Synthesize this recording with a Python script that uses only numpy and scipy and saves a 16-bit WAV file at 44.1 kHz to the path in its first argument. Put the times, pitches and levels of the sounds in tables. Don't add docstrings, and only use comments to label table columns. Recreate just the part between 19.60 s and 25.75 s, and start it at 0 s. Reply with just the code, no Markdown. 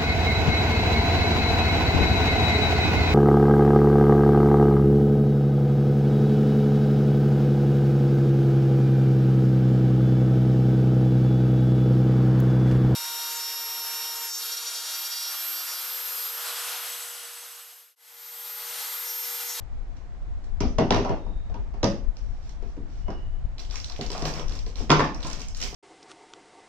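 import sys
import numpy as np
from scipy import signal
from scipy.fft import rfft, irfft
from scipy.io import wavfile
from scipy.ndimage import uniform_filter1d, minimum_filter1d

SR = 44100
rng = np.random.default_rng(int(sys.argv[2]) if len(sys.argv) > 2 else 0)


def store_wav(level_fs):
    pcm = np.round(np.clip(np.atleast_2d(level_fs), -1, 1) * 32767)
    wavfile.write(sys.argv[1], SR, pcm.T.astype(np.int16))


N = 271215
TIME = np.arange(N) / SR


def amp(db):
    return 10 ** (np.asarray(db) / 20)


def unit(x):
    return x / np.sqrt(np.mean(x ** 2) + 1e-20)


def fade(t, t60):
    return np.exp(-np.log(1000) * t / t60)


def at(hz, rows):
    freq_hz, value = np.transpose(rows)
    return np.interp(np.log(hz + 0.0011), np.log(freq_hz), value)


def colour(x, rows, size=4096):
    cepstrum = irfft(np.log(amp(at(np.fft.rfftfreq(size, 1 / SR), rows))))
    cepstrum[1:size // 2] *= 2
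    cepstrum[size // 2 + 1:] = 0
    impulse = irfft(np.exp(rfft(cepstrum)))[:size // 2]
    return signal.fftconvolve(x, impulse)[:len(x)]


def band(x, hz, kind, order=3):
    return signal.sosfilt(signal.butter(order, hz, kind, fs=SR, output="sos"), x + 1e-18)


def add(track, start_s, x):
    i = max(int(start_s * SR), 0)
    track[..., i:i + x.shape[-1]] += x[..., :N - i]


def grains(n, per_s, spread_db):
    touches = rng.random(n) < per_s / SR
    strength = np.minimum(rng.exponential(size=n), 4)
    return touches * rng.choice([-1, 1], n) * amp(spread_db * strength)


def wander(hz, kind="lowpass"):
    return unit(band(rng.standard_normal(N), hz, kind, order=2))


# freq_hz, correlation
PORT_LIKENESS = [(130, 1), (300, 0.97), (650, 0.75), (1400, 0), (2800, 0.16)]


def diffuse(n):
    alike = np.clip(at(np.fft.rfftfreq(n, 1 / SR), PORT_LIKENESS), -1, 1)
    mid, side = rfft(rng.standard_normal((2, n)))
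    mid, side = mid * np.sqrt((1 + alike) / 2), side * np.sqrt((1 - alike) / 2)
    return irfft(np.array([mid + side, mid - side]), n)


# freq_hz, level_db
ROOM_TONE_COLOUR = [(88, -22.5), (150, -4), (175, -7), (268, -7.5), (445, -12.5), (656, -11), (708, -7),
                    (781, -11.5), (2020, -20.5), (2860, -28), (7270, -35), (15500, -74)]


def room_tone(level_db=-54.5):
    return amp(level_db) * unit(np.array([colour(port, ROOM_TONE_COLOUR) for port in diffuse(N)]))


# time_s, level_db
DRAUGHT_SWELL = [(0, -37), (.55, -40.5), (.68, -33.5), (.85, -33.5), (1.05, -30), (1.55, -34), (2.0, -33),
                 (2.9, -36), (3.8, -34.5), (4.15, -40), (4.95, -33.5), (6.15, -39)]
# freq_hz, level_db
DRAUGHT_COLOUR = [(8.8, -24), (15, 6.5), (39, -1.5), (70, -11.5), (117, -19), (150, -28.5), (177, -32.5),
                  (260, -52.5), (340, -62.5), (570, -120)]


def draught(left_db=7.5, right_db=1.5, gust_db=3):
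    ports = []
    for port_db in (left_db, right_db):
        gusts = amp(gust_db * wander(hz=9.2))
        rumble = band(colour(rng.standard_normal(N), DRAUGHT_COLOUR), 252, "lowpass")
        ports.append(amp(port_db) * unit(rumble * gusts))
    return np.array(ports) * amp(np.interp(TIME, *np.transpose(DRAUGHT_SWELL)))


# freq_hz, t60_s
ROOM_DECAY = [(150, 0.45), (700, 0.35), (2500, 0.34), (5500, 0.32), (12000, 0.36)]


def room(direct_db, wet_db, early_db, early_t60=0.019, wall_s=0.012, before_wall_db=-3):
    t = np.arange(SR * 2 // 5) / SR
    noise, edges_hz = diffuse(len(t)), [40, 350, 1400, 3800, 8000, 17000]
    hz, spectrum = np.fft.rfftfreq(len(t), 1 / SR), rfft(noise)
    tail = np.zeros_like(noise)
    for low, high in zip(edges_hz, edges_hz[1:]):
        t60 = at(np.sqrt(low * high), ROOM_DECAY)
        tail += irfft(spectrum * (hz >= low) * (hz < high), len(t)) * fade(t, t60)
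    tail *= (1 - np.exp(-t / 0.0036)) * amp(before_wall_db * (t < wall_s))
    early = noise[:, ::-1] * fade(t, early_t60) * (t > .001)
    response = (amp(wet_db) * unit(tail) + amp(early_db) * unit(early)) / np.sqrt(len(t))
    response[[0, 1], [0, 3]] += amp(direct_db)
    return response


def hear(x, response):
    return signal.fftconvolve(x[None], response, axes=1)[:, :len(x)]


# start_s, level_db, pitch_hz
SNAPS = [(0.368, -45, 5500), (0.8426, -43.5, 4460), (2.5686, -37, 5060), (2.8932, -37.5, 6300),
         (3.9821, -31, 4000), (3.994, -28.5, 4240), (3.9996, -28.5, 4400), (4.0496, -36, 3400),
         (4.1001, -35, 4100), (4.1093, -28.5, 4800), (4.1566, -21.5, 5300), (4.1693, -29, 5500),
         (4.178, -30, 5000), (4.2008, -24, 5300), (4.2152, -38, 5300), (4.2441, -23, 4000),
         (4.2831, -36, 4200), (4.298, -27, 4400), (4.3212, -30.5, 4000), (4.3627, -30, 3300),
         (4.4114, -20.5, 4400), (4.4632, -26, 4700), (4.5026, -23, 4900), (4.5165, -21.5, 5100),
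         (4.5302, -25.5, 4500), (4.5787, -26, 5400), (4.5935, -33, 5600), (4.6222, -24, 5400),
         (4.6541, -18.5, 4500), (4.668, -29, 5000), (4.68, -27, 5400), (4.7389, -24, 5100),
         (4.7961, -25.5, 2950), (4.8819, -29.5, 5700), (4.9222, -31, 4200), (4.9521, -35.5, 5100),
         (4.9911, -29.5, 5100), (5.0649, -34, 4700), (5.1567, -28.5, 4000), (5.5459, -27.5, 5400),
         (5.6054, -34, 4200), (5.6202, -37, 5500), (5.6287, -24, 4000), (5.6345, -28, 3800),
         (5.679, -30, 6900), (5.7011, -26, 6700), (5.7126, -30, 4300), (5.7303, -24.5, 6600),
         (5.8168, -25.5, 6300), (5.8848, -27, 6600), (5.9478, -28.5, 5200), (6.0153, -18, 5800),
         (6.026, -18, 5200), (6.1439, -28, 5500)]
# freq_hz, level_db
CRACKLE_COLOUR = [(700, -10), (1500, -6), (2500, -3), (3500, -4.5), (4500, -3), (5700, 2.5), (6700, -6.5),
                  (8000, -12), (9000, -29.5), (12000, -27.5), (15800, -38)]


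def snaps(gain_db=-7, crack_t60=0.0082, body_t60=0.0028, full_ring_db=-30, ring_growth=0.44):
    track, t = np.zeros((2, N)), np.arange(SR // 20) / SR
    attack = slice(SR // 200)
    spots = [room(direct_db=-12, wet_db=-5.5, early_db=-7.5) for _ in range(6)]
    close = room(direct_db=-4.5, wet_db=-10.5, early_db=-11.5)
    for k, (start_s, level_db, hz) in enumerate(SNAPS):
        burst = rng.standard_normal(len(t)) * fade(t, crack_t60)
        crack = band(colour(burst, CRACKLE_COLOUR), 1300, "highpass", order=2)
        cycles = np.sin(2 * np.pi * hz * t) * fade(t, body_t60)
        body = band(cycles, [hz / np.sqrt(2), hz * np.sqrt(2)], "bandpass", order=2)
        ring = amp(ring_growth * min(level_db - full_ring_db, 0))
        size = amp(level_db + gain_db) / np.hypot(1, ring)
        for x, gain, spot in ((crack, size, spots[k % len(spots)]), (body, size * ring, close)):
            add(track, start_s, signal.fftconvolve(gain * x[None] / np.std(x[attack]), spot, axes=1))
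    return track


def panel_modes(t, modes, contact_s=0.00021):
    hz, level_db, t60 = np.transpose(modes)[:, :, None]
    onset = 1 - np.exp(-(t / contact_s) ** 2)
    return amp(level_db) * fade(t, t60) * np.exp(2j * np.pi * hz * t) * onset


def strike_weights(modes, scatter_db, whole_panel_hz=225):
    hz = np.transpose(modes)[0]
    weight, side, skew = rng.standard_normal((3, len(modes)))
    port_phase = np.outer([1, -1], skew * (hz / 1100) ** 1.5)
    push = np.where(hz > whole_panel_hz, np.sign(side) * amp(scatter_db * weight), 1)
    return push * np.exp(1j * port_phase)


CROSSOVERS = [450, 1150, 2800]


def registers(blow):
    low, middle, high = CROSSOVERS
    return [band(blow, low, "lowpass", order=5), band(blow, [low, middle], "bandpass"),
            band(blow, [middle, high], "bandpass"), band(blow, high, "highpass", order=5)]


def shell_knocks(hits, modes, clatter_colour, *, gain_db, ring_db, scatter_db, pocket_db, clatter_t60,
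                 crack_db, clack_db, tick_db, wet_db, early_db, pocket_ratio=1.09, top_t60=0.32):
    track, t = np.zeros((2, N)), np.arange(SR * 2 // 5) / SR
    attack = slice(SR // 40)
    ringing = panel_modes(t, modes)
    spots = [room(direct_db=-4.5, wet_db=wet_db, early_db=early_db) for _ in range(5)]
    for k, (start_s, level_db, thud_db, hardness, pocket_hz) in enumerate(hits):
        clatter = unit(grains(len(t), per_s=5000, spread_db=3.6)) * fade(t, clatter_t60)
        clatter[0] += amp(crack_db) * np.sqrt(np.sum(clatter ** 2))
        clatter = hear(colour(clatter, clatter_colour), spots[k % len(spots)])
        ring = (strike_weights(modes, scatter_db) @ ringing).imag
        blow = clatter / np.std(clatter[:, attack]) + amp(ring_db) * ring / np.std(ring[:, attack])
        pocket = band(blow, [pocket_hz / pocket_ratio, pocket_hz * pocket_ratio], "bandpass", order=1)
        blow += amp(pocket_db) * pocket
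        dull = band(blow, 7800, "lowpass", order=4)
        blow = dull + (blow - dull) * fade(t, top_t60)
        tilt_db = hardness * np.array([0, 0, 1.3, 2.7])
        levels_db = level_db + gain_db + np.array([thud_db, 0, clack_db, tick_db]) + tilt_db
        for part, part_db in zip(registers(blow), levels_db):
            add(track, start_s, amp(part_db) * part / np.std(part[:, attack]))
    return track


# start_s, level_db, extra_thud_db, hardness_db_per_octave, pocket_hz
LID_HITS = [(1.005, -36.5, 11, 5, 905), (1.033, -37, 7, -10, 262), (1.184, -22, 2, -1.5, 676),
            (1.196, -34, 1.5, -3, 635), (1.306, -21, -0.5, 0.3, 744), (1.323, -30.5, -5, 2, 433),
            (1.344, -28, 3, 1, 985), (1.361, -30, 1, 1, 415), (1.382, -35, 4, -1, 407),
            (1.448, -28.5, -25, -2.5, 736), (1.493, -30, 0.5, -2.5, 590), (1.509, -33.5, -5.5, -5, 756),
            (1.664, -45.5, 2.5, -4, 840), (1.897, -48, -3.5, -2.5, 630), (1.942, -41.5, -3, -1.5, 920),
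            (2.139, -48, 1, -1, 724), (2.2302, -27.5, 5, 1.5, 555), (2.2401, -27.5, 2.5, -6, 215),
            (3.023, -52.5, 7.5, 1, 417), (3.167, -61, 23, 2.5, 290), (3.481, -36.5, 0.5, -4.5, 323),
            (3.503, -43.5, -26, 1, 1600), (3.527, -66, 2, -8, 665)]
# pitch_hz, level_db, t60_s
LID_MODES = [(106, 1.5, 0.29), (203.4, 6, 0.25), (246.8, -0.5, 0.36), (273.4, -3.5, 0.35),
             (311.3, -2, 0.31), (361, -1.5, 0.19), (399.4, -1.5, 0.35), (593, -11, 0.08), (642.3, -1, 0.19),
             (757, -3, 0.13), (772, -3.5, 0.22), (948.5, 6.5, 0.094), (1130, -16, 0.54),
             (1600, -16.5, 0.18), (2210, -23, 0.16), (2480, -35, 0.34)]
# freq_hz, level_db
LID_COLOUR = [(60, -43), (130, -2.5), (220, 0), (400, -4.5), (900, -5), (1500, -13.5), (2500, -20),
              (4000, -20), (5800, -11), (7200, -25.5), (9500, -43.5), (15000, -53.5)]


def lid_knocks():
    return shell_knocks(LID_HITS, LID_MODES, LID_COLOUR, gain_db=-0.5,
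                        ring_db=-1, scatter_db=0, pocket_db=0, clatter_t60=0.079,
                        crack_db=2.5, clack_db=-7.5, tick_db=-15.5, wet_db=3.5, early_db=-0.5)


# start_s, lower_hz, upper_hz, level_db
CLINKS = [(1.1852, 3340, 5900, -22.5), (1.3065, 3390, 3890, -14), (1.3232, 1920, 3650, -17),
          (1.3457, 3800, 5800, -24), (2.2304, 3950, 5960, -18), (2.2424, 4950, 5700, -13),
          (5.3026, 3380, 4940, -7.5), (5.3045, 1390, 2010, -11), (5.3956, 1090, 1490, -9),
          (5.4045, 1040, 1850, -22)]


def clinks(ring_t60=0.0077, upper_db=-2, crack_db=-11, crack_t60=0.015):
    track, t = np.zeros(N), np.arange(SR // 20) / SR
    for start_s, lower_hz, upper_hz, level_db in CLINKS:
        ring = np.sin(2 * np.pi * lower_hz * t) + amp(upper_db) * np.sin(2 * np.pi * upper_hz * t)
        crack = unit(band(rng.standard_normal(len(t)), [lower_hz / 2, upper_hz * np.sqrt(2)], "bandpass"))
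        clink = ring * fade(t, ring_t60) + amp(crack_db) * crack * fade(t, crack_t60)
        add(track, start_s, amp(level_db) * band(clink, 6700, "lowpass", order=8))
    return track


def stroke(start_s, length_s, attack_s=0.0054, release_t60=0.16):
    rise = np.clip((TIME - start_s) / attack_s, 0, 1)
    released_s = np.clip(TIME - start_s - length_s, 0, 2 * release_t60)
    return rise * fade(released_s, release_t60)


# start_s, length_s, pitch_hz, level_db
SINGING_RODS = [(1.56, 0.23, 3710, -70.5), (3.41, 0.18, 2927, -64)]


def singing_rods(waver_hz=24, flutter_db=4.5):
    track = np.zeros(N)
    for start_s, length_s, pitch_hz, level_db in SINGING_RODS:
        wavering_hz = pitch_hz + waver_hz * wander(hz=70)
        flutter = amp(flutter_db * wander([12, 60], "bandpass"))
        mode = np.sin(2 * np.pi * np.cumsum(wavering_hz) / SR) * flutter
        track += amp(level_db) * stroke(start_s, length_s, attack_s=0.042, release_t60=0.92) * unit(mode)
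    return track


# start_s, length_s, level_db
RUBS = [(2.55, 0.28, -67), (2.82, 0.069, -62), (3.02, 0.075, -64.5), (3.28, 0.12, -62)]


def rod_rub(gain_db=-4):
    envelope = sum(amp(level_db) * stroke(start_s, length_s) for start_s, length_s, level_db in RUBS)
    friction = colour(grains(N, per_s=1800, spread_db=2.3), CRACKLE_COLOUR)
    return amp(gain_db) * envelope * unit(friction)


# start_s, length_s, crackle_db, scrape_db
TUGS = [(3.975, 0.021, -52, -46.5), (4.105, 0.035, -42, -50), (4.27, 0.16, -52, -53),
        (4.41, 0.032, -51, -48), (4.5, 0.14, -48, -40.5), (4.648, 0.017, -33.5, -32.5),
        (4.725, 0.049, -43.5, -36.5), (4.88, 0.07, -46, -46.5), (5.058, 0.014, -47.5, -52),
        (5.155, 0.046, -44, -45), (5.54, 0.17, -60, -43.5), (5.625, 0.12, -46.5, -48.5),
        (5.785, 0.015, -41, -45.5), (5.945, 0.091, -44.5, -59), (5.998, 0.048, -37.5, -42.5),
        (6.125, .03, -53, -55)]


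def tube_tugs():
    return sum(np.outer(amp(levels_db), stroke(start_s, length_s))
               for start_s, length_s, *levels_db in TUGS)


# freq_hz, level_db
SCRAPE_COLOUR = [(76, -60), (130, -4), (189, 6.5), (217, 2.5), (286, -5.5), (536, -2.5), (1110, -7.5),
                 (1740, -14), (2600, -13), (3380, -30), (5720, -120)]


def tube_drag(speed, pressure, crackle_db=-5, scrape_db=-4, sizzle_db=10, catch_db=0.5):
    catching = amp(catch_db * wander(hz=110))
    crackle = unit(colour(grains(N, per_s=450, spread_db=2) * catching, CRACKLE_COLOUR))
    scrape = unit(colour(grains(N, per_s=700, spread_db=3.3) * catching, SCRAPE_COLOUR))
    sizzle = unit(band(grains(N, per_s=260, spread_db=2.8) * catching, 7000, "highpass")) * speed ** 2
    return amp(crackle_db) * speed * crackle + amp(sizzle_db) * sizzle + amp(scrape_db) * pressure * scrape


def tube_slips(speed, gain_db=-6, pitches_hz=(3200, 4100, 5200, 6400)):
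    slips = sum(band(grains(N, per_s=26, spread_db=5.5), [.8 * hz, 1.2 * hz], "bandpass", order=2)
                for hz in pitches_hz)
    return amp(gain_db) * unit(slips) * speed


# start_s, level_db, extra_thud_db, hardness_db_per_octave, pocket_hz
TRAY_HITS = [(4.139, -47.5, -19, -1, 1120), (4.299, -48.5, -16, 0, 700), (4.391, -41.5, 9.5, -10, 725),
             (4.419, -47.5, 3.5, 2.5, 710), (4.502, -43, 5, -6, 447), (4.5495, -35.5, -12, -4, 720),
             (4.623, -38.5, 7, -1, 750), (4.655, -37.5, 5.5, 1, 457), (4.705, -48, 0, -5, 463),
             (4.796, -40.5, -1.5, -1, 497), (4.909, -49.5, 6, 0, 460), (5.066, -52, 8.5, -4, 530),
             (5.204, -48, 13, -13, 830), (5.2955, -26.5, 4, -2, 970), (5.303, -16.5, 1, 0, 953),
             (5.3165, -19, -2.5, 0, 513), (5.394, -20.5, -7, -2.5, 1030), (5.404, -23, -0.5, -1.5, 1800),
             (5.443, -35.5, -1, 1, 980), (5.648, -37.5, 1, -1.5, 1000), (5.787, -57.5, 9, -3, 950),
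             (6.127, -46, 1.5, -6, 740)]
# pitch_hz, level_db, t60_s
TRAY_MODES = [(115.6, -4.5, 0.48), (151.3, 4.5, 0.42), (284, -4, 0.42), (400, -17, 0.21), (491, -6.5, 0.26),
              (652, -3, 0.35), (720, 2.5, 0.35), (983, 4, 0.13), (1019, 6, 0.18), (1215, 0.5, 0.17),
              (1220, -12, 0.2), (1368, 5, 0.2), (1820, -14, 0.17), (2230, -16, 0.33)]
# freq_hz, level_db
TRAY_COLOUR = [(60, -19), (150, -1), (225, 0), (300, 0.5), (560, -2.5), (1100, 6), (1700, -6), (3200, -29),
               (5600, -25), (7200, -33.5), (9500, -54), (15000, -70.5)]


def tray_knocks():
    return shell_knocks(TRAY_HITS, TRAY_MODES, TRAY_COLOUR, gain_db=-2,
                        ring_db=-3.5, scatter_db=3.5, pocket_db=6.5, clatter_t60=0.04,
                        crack_db=-1, clack_db=-2.5, tick_db=-6.5, wet_db=-1.5, early_db=-9)


def scene():
    knocks = lid_knocks() + tray_knocks()
    speed, pressure = tube_tugs()
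    contacts = snaps() + hear(tube_slips(speed), room(direct_db=-4.5, wet_db=-10, early_db=-6.5))
    steel = hear(clinks(), room(direct_db=-5, wet_db=-6.5, early_db=-6))
    friction = tube_drag(speed, pressure) + rod_rub() + singing_rods()
    sliding = hear(friction, room(direct_db=-2.5, wet_db=1.5, early_db=-27))
    return knocks + contacts + steel + sliding + room_tone() + draught()


# freq_hz, left_minus_right_db
PORT_BALANCE = [(1200, 0), (2400, -5), (4600, -7), (7800, 1.5), (15000, -0.5)]


def record(dry, ceiling=0.88, top_hz=15500):
    ports = np.array([colour(port, [(hz, side * db / 2) for hz, db in PORT_BALANCE])
                      for port, side in zip(dry, (1, -1))])
    gain = ceiling / np.maximum(np.abs(ports).max(axis=0), ceiling)
    gain = uniform_filter1d(minimum_filter1d(gain, size=129), size=129)
    top_cut = signal.ellip(8, .2, 70, top_hz, fs=SR, output="sos")
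    return signal.sosfilt(top_cut, ports * gain)


dry = scene()
out = record(dry)
store_wav(out)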